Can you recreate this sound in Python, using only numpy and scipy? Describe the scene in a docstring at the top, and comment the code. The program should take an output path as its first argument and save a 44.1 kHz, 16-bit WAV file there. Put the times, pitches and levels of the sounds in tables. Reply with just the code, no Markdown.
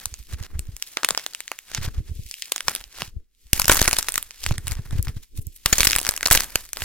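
"""Two hands squeeze foam clay with a brittle dried skin, close to a pair of microphones.
From the start the skin snaps in short bursts of noise and the foam under it fizzes in tiny ticks.
The moving hands rub the clay and send low, damped thumps through the table.
From 3.3 s on they crush hollow glazed balls: snaps gain a low swing, the fizz is brighter, rumble joins in.
Shaped noise makes rumble and room hiss throughout; the loudest snaps overload the recorder."""
import sys
import numpy as np
from scipy import signal
from scipy.fft import rfft, irfft
from scipy.io import wavfile
from scipy.ndimage import uniform_filter1d

SR = 44100
rng = np.random.default_rng(int(sys.argv[2]) if len(sys.argv) > 2 else 0)


def pcm_store(signal):
    """Save signal as 16-bit PCM."""
    levels = np.round(np.clip(np.atleast_2d(signal), -1, 1) * 32767)
    wavfile.write(sys.argv[1], SR, levels.astype(np.int16).T)


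N = 301644
HOLLOW_S = 3.3  # from here on the hands crush hollow glazed balls

# Thumps from the hands. Each row: peak time in seconds, rough peak level in dB, pitch in Hz.
THUMP_ROWS = [(0.068, -32, 79.0), (0.128, -29.5, 63.6), (0.203, -32, 52), (0.338, -18, 69.6),
              (0.412, -21.5, 77), (0.557, -18, 58.3), (0.593, -19, 70), (0.691, -22.5, 92),
              (0.739, -31, 49.0), (1.116, -33, 165), (1.786, -18.5, 109), (1.814, -22.5, 86.5),
              (1.853, -22, 84), (1.879, -17.5, 100), (1.983, -15, 67), (2.005, -22.5, 100),
              (2.098, -24.5, 76.0), (2.117, -19.5, 72.5), (2.163, -28, 54), (2.195, -22, 94),
              (2.26, -31.5, 53.5), (2.683, -29, 140), (2.808, -38.5, 39.3), (2.87, -42, 39.7),
              (3.026, -28, 146), (3.081, -34.5, 92), (3.168, -24, 71.0), (3.46, -40, 50.3),
              (3.646, -27, 122.0), (3.856, -35, 76), (4.466, -22, 89), (4.514, -9, 105), (4.558, -35, 60.6),
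              (4.585, -20.5, 93), (4.652, -25, 68.0), (4.675, -24, 86.0), (4.7, -27, 91.0),
              (4.719, -20, 71), (4.769, -23.5, 54.4), (4.795, -17, 99), (4.86, -33, 111.0),
              (4.913, -28, 70.6), (4.931, -16, 99), (4.956, -15.5, 92.0), (4.994, -10, 82),
              (5.077, -18, 91.5), (5.093, -17, 87.5), (5.168, -20.5, 96.6), (5.391, -17, 89.5),
              (5.473, -24.5, 74), (6.823, -27, 79)]
# Pressure on the foam. Each row: time in seconds, relative fizz level in dB,
# body under 2 kHz in dB relative to the middle band.
SQUEEZE_ROWS = [(0, -43.5, -3), (.23, -52, -21), (.5, -58, -2), (.72, -53, -9.5), (.94, -46, -13.5),
                (1.05, -45.5, -3), (1.22, -45, -8.5), (1.63, -53, -12.5), (1.9, -51.5, -6),
                (2.03, -58, -14), (2.12, -52, -18), (2.29, -44, -46), (2.48, -44.5, -11), (2.66, -45.5, -9),
                (2.69, -37, -1), (2.89, -56.5, -10), (3.08, -50.5, -13), (3.11, -62, -15),
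                (3.28, -78.5, -9.5), (3.41, -59.5, -25), (3.53, -54.5, -10), (3.545, -31, -6),
                (3.67, -36, -17), (3.71, -23, -4), (4.07, -41, -8.5), (4.17, -41, -8), (4.33, -53.5, -9.5),
                (4.84, -52, -5), (5.23, -55.5, -15), (5.29, -63.5, -21), (5.46, -56.5, -34),
                (5.645, -51.5, -14.5), (5.67, -38, -3), (5.84, -26.5, -11.5), (6.21, -46.5, -2.5),
                (6.3, -39.5, -13), (6.32, -19.5, -6.5), (6.51, -44, -3), (6.6, -39.5, -5),
                (6.72, -52.5, -15), (6.83, -31.5, -3.5)]


def snaps():
    """Each crack runs in a few uneven jumps, then the freed foam fizzes; later snaps add a low swing."""
    # The clear snaps of the skin. Each row: start in seconds, level in dB,
    # body under 2 kHz and edge over 7 kHz, both in dB relative to the middle band.
    snap_rows = [(0.0569, -16.5, -7.5, 8.5), (0.1406, -27.5, -17, -1.5), (0.593, -22, -3.5, 13.5),
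                 (.7661, -28.5, -11, 11), (0.8244, -17.5, -25, -1.5), (.9713, -15, -1, -12),
                 (1.033, -18, 2.5, -4), (1.0467, -7, -6, 0), (1.088, -12, -1, 5.5), (1.1071, -12, -2, -1),
                 (1.1488, -22, -4, -8), (1.1764, -13.5, -7, -6), (1.196, -31.5, -5, -3),
                 (1.2638, -19, -6, -1), (1.3352, -33, -12, -7), (1.3486, -22.5, -15, -0.5),
                 (1.4051, -23.5, -12, 0), (1.4794, -27, -23, -9), (1.5168, -20, 2.5, -1),
                 (1.589, -27.5, -12, 2), (1.7767, -30, 6, -18), (2.3122, -25.5, -20, 0),
                 (2.341, -27.5, -36, -6), (2.4225, -21, -32, -8), (2.4565, -34, -31, 2),
                 (2.5201, -12.5, -9, 2), (2.5614, -18.5, -5, 4), (2.5803, -25, -17, -11),
                 (2.6064, -20.5, -6.5, -3.5), (2.6825, -7.5, -2.5, -2), (2.6957, -24, -16, 5),
                 (2.7508, -17, -10, 7), (2.7615, -24.5, -15, -1), (2.8403, -33, -18, -8),
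                 (3.02, -19.5, -2.5, -9), (3.5318, -3, -12.5, 6.5), (3.5971, -9, 3, 12),
                 (3.6179, -12, -5.5, 5.5), (3.6445, -20, -13, -6), (3.6557, -16.5, -8, 6),
                 (3.681, -7.5, 0, 10), (3.696, -2.5, 3, -2), (3.7165, -5.5, 0.5, 4), (3.724, -10.5, -2, 7),
                 (3.7565, -16, 7, 12), (3.7698, -13, 2.5, 10), (3.8158, -3, -1.5, 5), (3.827, -15, -17, -2),
                 (3.8525, -21, 3, -2), (3.857, -19, -8, -4), (3.878, -5.5, 0, 3), (3.9118, -17, -4, 1),
                 (3.93, -8.5, -7, 3.5), (3.9366, -20.5, -2, 0), (3.9669, -19, -10, -4),
                 (3.986, -10.5, -5, 7.5), (4.0277, -20, -9.5, 2), (4.0854, -14.5, -4, 1),
                 (4.0904, -18, 1, 16), (4.121, -22.5, -11, 12), (4.1415, -19.5, -4, 11),
                 (4.157, -15, -7.5, 5), (4.1781, -13.5, 0.5, 6.5), (4.2273, -23, -9.5, 11.5),
                 (4.3084, -31, -15, -10), (4.439, -23, -12, 0), (4.4636, -14.5, -6, -2),
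                 (4.5095, -24.5, 20, 9), (4.5811, -22.5, 0, 5.5), (4.67, -23, -3.5, 6.5),
                 (4.6811, -20, -15, 8), (4.712, -26.5, -9, 3), (4.73, -32.5, 5, 12), (4.909, -35, 1, 1),
                 (5.0274, -23, -16, 26), (5.071, -32.5, 7, -10), (5.083, -30, -7.5, -7.5),
                 (5.4687, -33, -34, 31), (5.6596, -5.5, -6.5, -2), (5.728, -4, -8, 1),
                 (5.7826, -10, -3.5, 10), (5.786, -16.5, -15, -5), (5.798, -20.5, 2, 1),
                 (5.8056, -6.5, -12.5, -2.5), (5.8315, -9.5, -7.5, -4), (5.8517, -11.5, -7, 5),
                 (5.8708, -5.5, -10.5, -11), (5.9, -16.5, -15, -7), (5.909, -15, -9, -2),
                 (5.918, -17, -14, 3), (5.9316, -12, -9, -14), (5.9528, -16, -8, 2),
                 (5.9621, -8.5, 5, 12.5), (5.9853, -14, -7, 3.5), (5.9908, -18.5, -6, 9),
                 (6.0144, -22, -1, 9), (6.03, -25, -11, 8), (6.05, -20, -4, 3), (6.058, -26, -7, 1),
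                 (6.067, -15.5, -2, 2), (6.078, -25, 1, 6), (6.09, -8.5, -7, 3), (6.11, -21, 7, 21),
                 (6.1203, -30.5, 1, 3), (6.139, -25.5, 3, 9), (6.1639, -21.5, -2, 15), (6.1765, -22, -3, 6),
                 (6.209, -24.5, -6, 0), (6.2294, -15.5, 4, 3), (6.2568, -12, -20, 0),
                 (6.261, -10, -10, -11), (6.2721, -14, -3, 7), (6.2837, -21, 7, 8), (6.3031, -17.5, -10, 6),
                 (6.3113, -3, 10, 13.5), (6.3502, -7.5, -1.5, 0.5), (6.3745, -7.5, -12, -19),
                 (6.4057, -14, -4.5, 5), (6.443, -26.5, -8, 9), (6.5568, -8, -6, 0.5),
                 (6.732, -20, -5.5, 10), (6.7707, -24.5, -3, -3), (6.8206, -20.5, -3, -5)]
    # Tone colour of the breaking skin. Each row: frequency in Hz, relative level in dB per Hz.
    skin_colour = [(120, -37.5), (300, -12.5), (1000, -7.5), (1600, -4), (5000, -6.5), (12500, -16.5),
                   (16000, -23.5)]
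    crack_s = 0.0078  # time for a -11 dB crack to fade by 60 dB, before random spread
    longer_per_db, crack_spread_db = 0.58, 4  # stronger cracks run further
    break_db, break_s = 7.5, 0.0019  # the first break stands out: its excess, and its 60 dB fade time

    out = np.zeros((2, N))
    lead = 200  # samples of silence ahead of each crack
    start = slice(lead, lead + 110)  # the first 2.5 ms set the level
    t = np.maximum(np.arange(4096) - lead, 0) / SR
    for s, db, body_db, edge_db in snap_rows:
        a, b, c = rng.standard_normal((3, len(t)))  # c also supplies the chance values below
        fade_s = crack_s * amp(longer_per_db * (db + 11) + crack_spread_db * c[3])
        fade_s = np.clip(fade_s, .002, .06)
        jumps = amp(5 * evened(uniform_filter1d(c, size=10)))
        first_break = amp(break_db - 60 * t / break_s)
        burst = amp(-60 * t / fade_s) * jumps + first_break
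        burst /= np.sqrt(np.mean(burst[start] ** 2))
        freed_foam = amp(-25.5 - 60 * t / 0.15)
        shape = np.minimum(t / 0.00018, 1) * (burst + freed_foam)

        # random uneven tone colour, drawn anew for each snap
        uneven_colour = np.transpose([np.linspace(300, 16000, num=20), 3.3 * c[-20:]])
        noise = pair(a * shape, b * shape, lambda hz: read(skin_colour, hz) + read(uneven_colour, hz))
        body, middle, edge = bands(noise, (2000, 7000))
        crack = amp(body_db) * body + middle + amp(edge_db) * edge
        crack /= np.sqrt(np.mean(crack[:, start] ** 2))

        side = amp(0.36 * c[1:3] * np.array([1, -1]))[:, None]  # slight left-right imbalance
        # a brief low pressure swing, growing faster than the crack, of random sign
        swing_shape = (1 - np.exp(-t / 0.00048)) * np.exp(-t / 0.0041)
        low_swing = amp(2.3 * db + 0.5) * swing_shape * np.cos(2 * np.pi * 22.8 * t)
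        low_swing *= np.sign(c[0]) * (s > HOLLOW_S)
        add(out, s - lead / SR, side * (amp(db) * crack + low_swing))
    return out


def fizz():
    """Foam cells burst under pressure and rubbing; some ticks span all pitches, others only one range."""
    # Fingers rub the clay, swelling and then letting go. Each row: time of the top in seconds,
    # swell time in seconds, relative level in dB, body under 2 kHz and edge over 7 kHz,
    # both in dB relative to the middle band.
    rub_rows = [(.195, .01, -45, -12, 2), (0.336, 0.034, -38.5, -6.5, -3), (.395, .02, -51, 4, 0),
                (.455, .05, -44, -4, -5.5), (.55, .01, -51, 6, -10), (.885, .02, -41, -18, 1),
                (.935, .01, -44.5, -12, 0), (1.779, 0.07, -34, -8.5, -10), (1.851, 0.034, -33.5, -4, -5),
                (1.879, 0.011, -41.5, 0.5, -16), (1.946, 0.0069, -51, -0.5, -7),
                (1.985, 0.029, -49, -3, -6), (2.09, 0.033, -50.5, -8.5, -13), (2.801, .06, -50.5, -4, 0),
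                (3.011, 0.049, -43.5, -2.5, -7), (3.079, 0.15, -42, -8, -3.5),
                (4.511, 0.14, -37, -16.5, -5), (4.55, 0.041, -42, -6, -15), (4.73, 0.067, -37.5, -4, 0.5),
                (4.788, .02, -45, 2, -14), (4.86, .01, -46.5, 3, 5), (4.93, .02, -46, 3, -4),
                (4.988, .04, -42, -2.5, -4), (5.05, .01, -42, -9, 1), (5.09, 0.014, -45.5, -2, -3),
                (5.17, .01, -46, -6, -2), (5.235, .01, -44, -16, -0.5), (5.385, 0.026, -41.5, -16, 4),
                (5.419, 0.0088, -42, -20, 14), (5.56, 0.015, -40, -32, 10.5)]
    # Tone colour of the foam. Each row: frequency in Hz, relative level in dB per Hz.
    foam_colour = [(250, -19.5), (600, -21), (1100, -18), (1900, -13.5), (5000, -11.5), (12800, -7.5),
                   (16000, -14.5)]
    let_go_s = 0.013
    # edge over 7 kHz: base level, rise per dB of effort, and extra for the glazed balls
    bright_db, bright_per_db, glaze_db = 0.5, 0.0861, 1.5

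    t = np.arange(N) / SR
    press = amp(curve(SQUEEZE_ROWS, column=1))
    rubs = np.array([amp(db) * np.exp(-((t - s) / np.where(t < s, swell_s, let_go_s)) ** 2)
                     for s, swell_s, db, *_ in rub_rows])
    effort = np.hypot(press, rubs.sum(0))
    effort_db = 20 * np.log10(effort)

    # pressing and rubbing each bring their own share of body and edge
    rub_body, rub_edge = amp(np.transpose(rub_rows)[3:5])
    press_body = amp(curve(SQUEEZE_ROWS, column=2))
    body_gain = np.hypot(press * press_body, rub_body @ rubs) / effort
    press_edge_db = bright_db + bright_per_db * (effort_db + 44.5) + glaze_db * (t > HOLLOW_S)
    edge_gain = np.hypot(press * amp(press_edge_db), rub_edge @ rubs) / effort

    a, b = rng.standard_normal((2, N)) * grain(effort_db)  # ticks across all pitches
    foam = pair(a, b, lambda hz: read(foam_colour, hz))
    body, middle, edge = bands(foam, (2000, 7000))
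    # extra ticks in the middle and in the edge alone
    middle = middle * grain(effort_db) ** .7
    edge = edge * edge_gain * grain(effort_db) ** 0.53
    cells = body * body_gain + middle + edge
    return effort * cells / np.sqrt(1 + edge_gain ** 2)  # brighter moments are held back in level


def grain(effort_db):
    """Loudness of bursting cells: sparse ticks over a patchy bed; harder squeezing frees more ticks."""
    ticks_per_s = 250 * amp(0.6 * (effort_db + 47.5))
    size = amp(9.2 * np.minimum(rng.exponential(1, N), 3.2))
    bursts = size * (rng.random(N) < ticks_per_s / SR)
    ticks = signal.lfilter([1], [1, -.93], bursts)  # each tick dies away quickly
    patch_db = np.clip(2.5 + 0.092 * (effort_db + 42.5), 0, 6)
    patches = amp(patch_db * evened(uniform_filter1d(rng.standard_normal(N), size=350)))
    return evened((0.71 + .45 * evened(ticks)) * patches)


def thumps():
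    """A soft, heavily damped table swings once or twice: a sharp knock, slower to settle."""
    out = np.zeros((2, N))
    lead = 1000  # samples ahead of the peak
    sides = np.array([[1], [-1]])  # left, right
    for s, db, hz in THUMP_ROWS:
        sign, pan, skew = rng.standard_normal(3)
        turns = (np.arange(3000) - lead) / SR * hz  # time counted in swings
        fade = np.exp(-abs(turns / np.where(turns < 0, .3, .6)) ** 1.09)
        swing = fade * np.cos(2 * np.pi * (turns + 0.017 + 0.017 * skew * sides))
        swing -= fade * swing.sum(1, keepdims=True) / fade.sum()  # the table returns to rest
        swing = uniform_filter1d(swing, size=20)  # soft hands round the knock
        level = np.sign(sign) * amp(db + 3.0 * pan * sides)
        add(out, s - lead / SR, level * swing)
    return out


def rumble():
    """Small restless pushes gather around the thumps and under the crushing of the hard balls."""
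    # Tone colour of the rumble. Each row: frequency in Hz, relative level in dB per Hz.
    rumble_colour = [(20, 11), (60, 3), (110, -20), (200, -16.5), (450, -22), (800, -56)]
    still_db = -67  # level at rest
    stir_db, stir_s = -16, 0.036  # around each thump: level relative to it, and for how long
    strain_db = -4  # under the squeeze, relative to the fizz setting

    a, b = rng.standard_normal((2, N))
    t = np.arange(N) / SR
    coarse_t = np.arange(0, N, 100) / SR  # the slow stir needs only every 100th sample
    stir_power = sum(amp(db + stir_db) ** 2 * np.exp(-((coarse_t - s) / stir_s) ** 2)
                     for s, db, hz in THUMP_ROWS)
    strain = amp(curve(SQUEEZE_ROWS, column=1) + strain_db) * (t > HOLLOW_S)
    level = np.sqrt(amp(still_db) ** 2 + np.interp(t, coarse_t, stir_power) + strain ** 2)
    return level * evened(pair(a, b, lambda hz: read(rumble_colour, hz)))


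def hiss():
    """Steady noise of room and microphones: random noise with a fixed tone colour."""
    # Tone colour of the hiss. Each row: frequency in Hz, relative level in dB per Hz.
    hiss_colour = [(120, -17), (200, -1.5), (448, -2.5), (500, -15), (1400, -24.5), (2290, -27),
                   (2910, -42.5), (16000, 1.5)]
    hiss_db = -85.5
    a, b = rng.standard_normal((2, N))
    return amp(hiss_db) * evened(pair(a, b, lambda hz: read(hiss_colour, hz)))


def pair(a, b, colour_db):
    """Colours two noises and blends them into what two spaced microphones hear."""
    # How alike left and right are. Each row: frequency in Hz, likeness from 0 to 1.
    likeness = [(60, 0.6), (1400, 1), (3100, 0.93), (7000, 0.13), (15000, 0.13)]
    lead_s = 5e-5  # sound reaches the left microphone first
    hz = np.fft.rfftfreq(len(a), 1 / SR)
    same = np.clip(read(likeness, hz), 0, 1)
    left = rfft(a)
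    right = same * left + np.sqrt(1 - same ** 2) * rfft(b)
    right = right * np.exp(-2j * np.pi * hz * lead_s)  # a later arrival
    return irfft(np.array([left, right]) * amp(colour_db(hz)), len(a))


def bands(x, edges_hz):
    """Splits a sound at the edges into bands of equal strength."""
    hz = np.fft.rfftfreq(x.shape[1], 1 / SR)
    spectrum = rfft(x)
    over = [1] + [shelf(hz, edge) for edge in edges_hz] + [0]
    return [evened(irfft(spectrum * (lower - upper), x.shape[1]))
            for lower, upper in zip(over, over[1:])]


def shelf(hz, edge_hz):
    """Goes smoothly from 0 under the edge to 1 over it."""
    return 1 / (1 + (edge_hz / (hz + 1)) ** 7)


def amp(db):
    """Turns decibels into a plain multiplier."""
    return 10 ** (np.asarray(db) / 20)


def evened(x):
    """Scales a signal to an average (RMS) strength of 1."""
    return x / np.sqrt(np.mean(x ** 2) + 1e-20)


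def read(points, hz):
    """Reads a value between table points, on a logarithmic pitch scale."""
    f, value = np.transpose(points)
    return np.interp(np.log(hz + 1), np.log(f + 1), value)


def curve(rows, column):
    """Draws straight lines through one column over time."""
    columns = np.transpose(rows)
    return np.interp(np.arange(N) / SR, columns[0], columns[column])


def add(mix, s, sound):
    """Adds a stereo sound to the mix from s seconds on, cut off at the end."""
    at = max(round(s * SR), 0)
    part = mix[:, at:at + sound.shape[1]]
    part += sound[:, :part.shape[1]]


def scene():
    """All layers sound together."""
    return snaps() + fizz() + thumps() + rumble() + hiss()


def record(dry):
    """Overload clips the peaks hard just under full scale, then a low-pass removes the top treble."""
    clipped = np.clip(dry, -.97, .97)
    edge_hz = 16400
    lowpass = signal.firwin(255, edge_hz, window=("kaiser", 9), fs=SR)
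    return signal.oaconvolve(clipped, lowpass[None], "same")


dry = scene()
out = record(dry)
pcm_store(out)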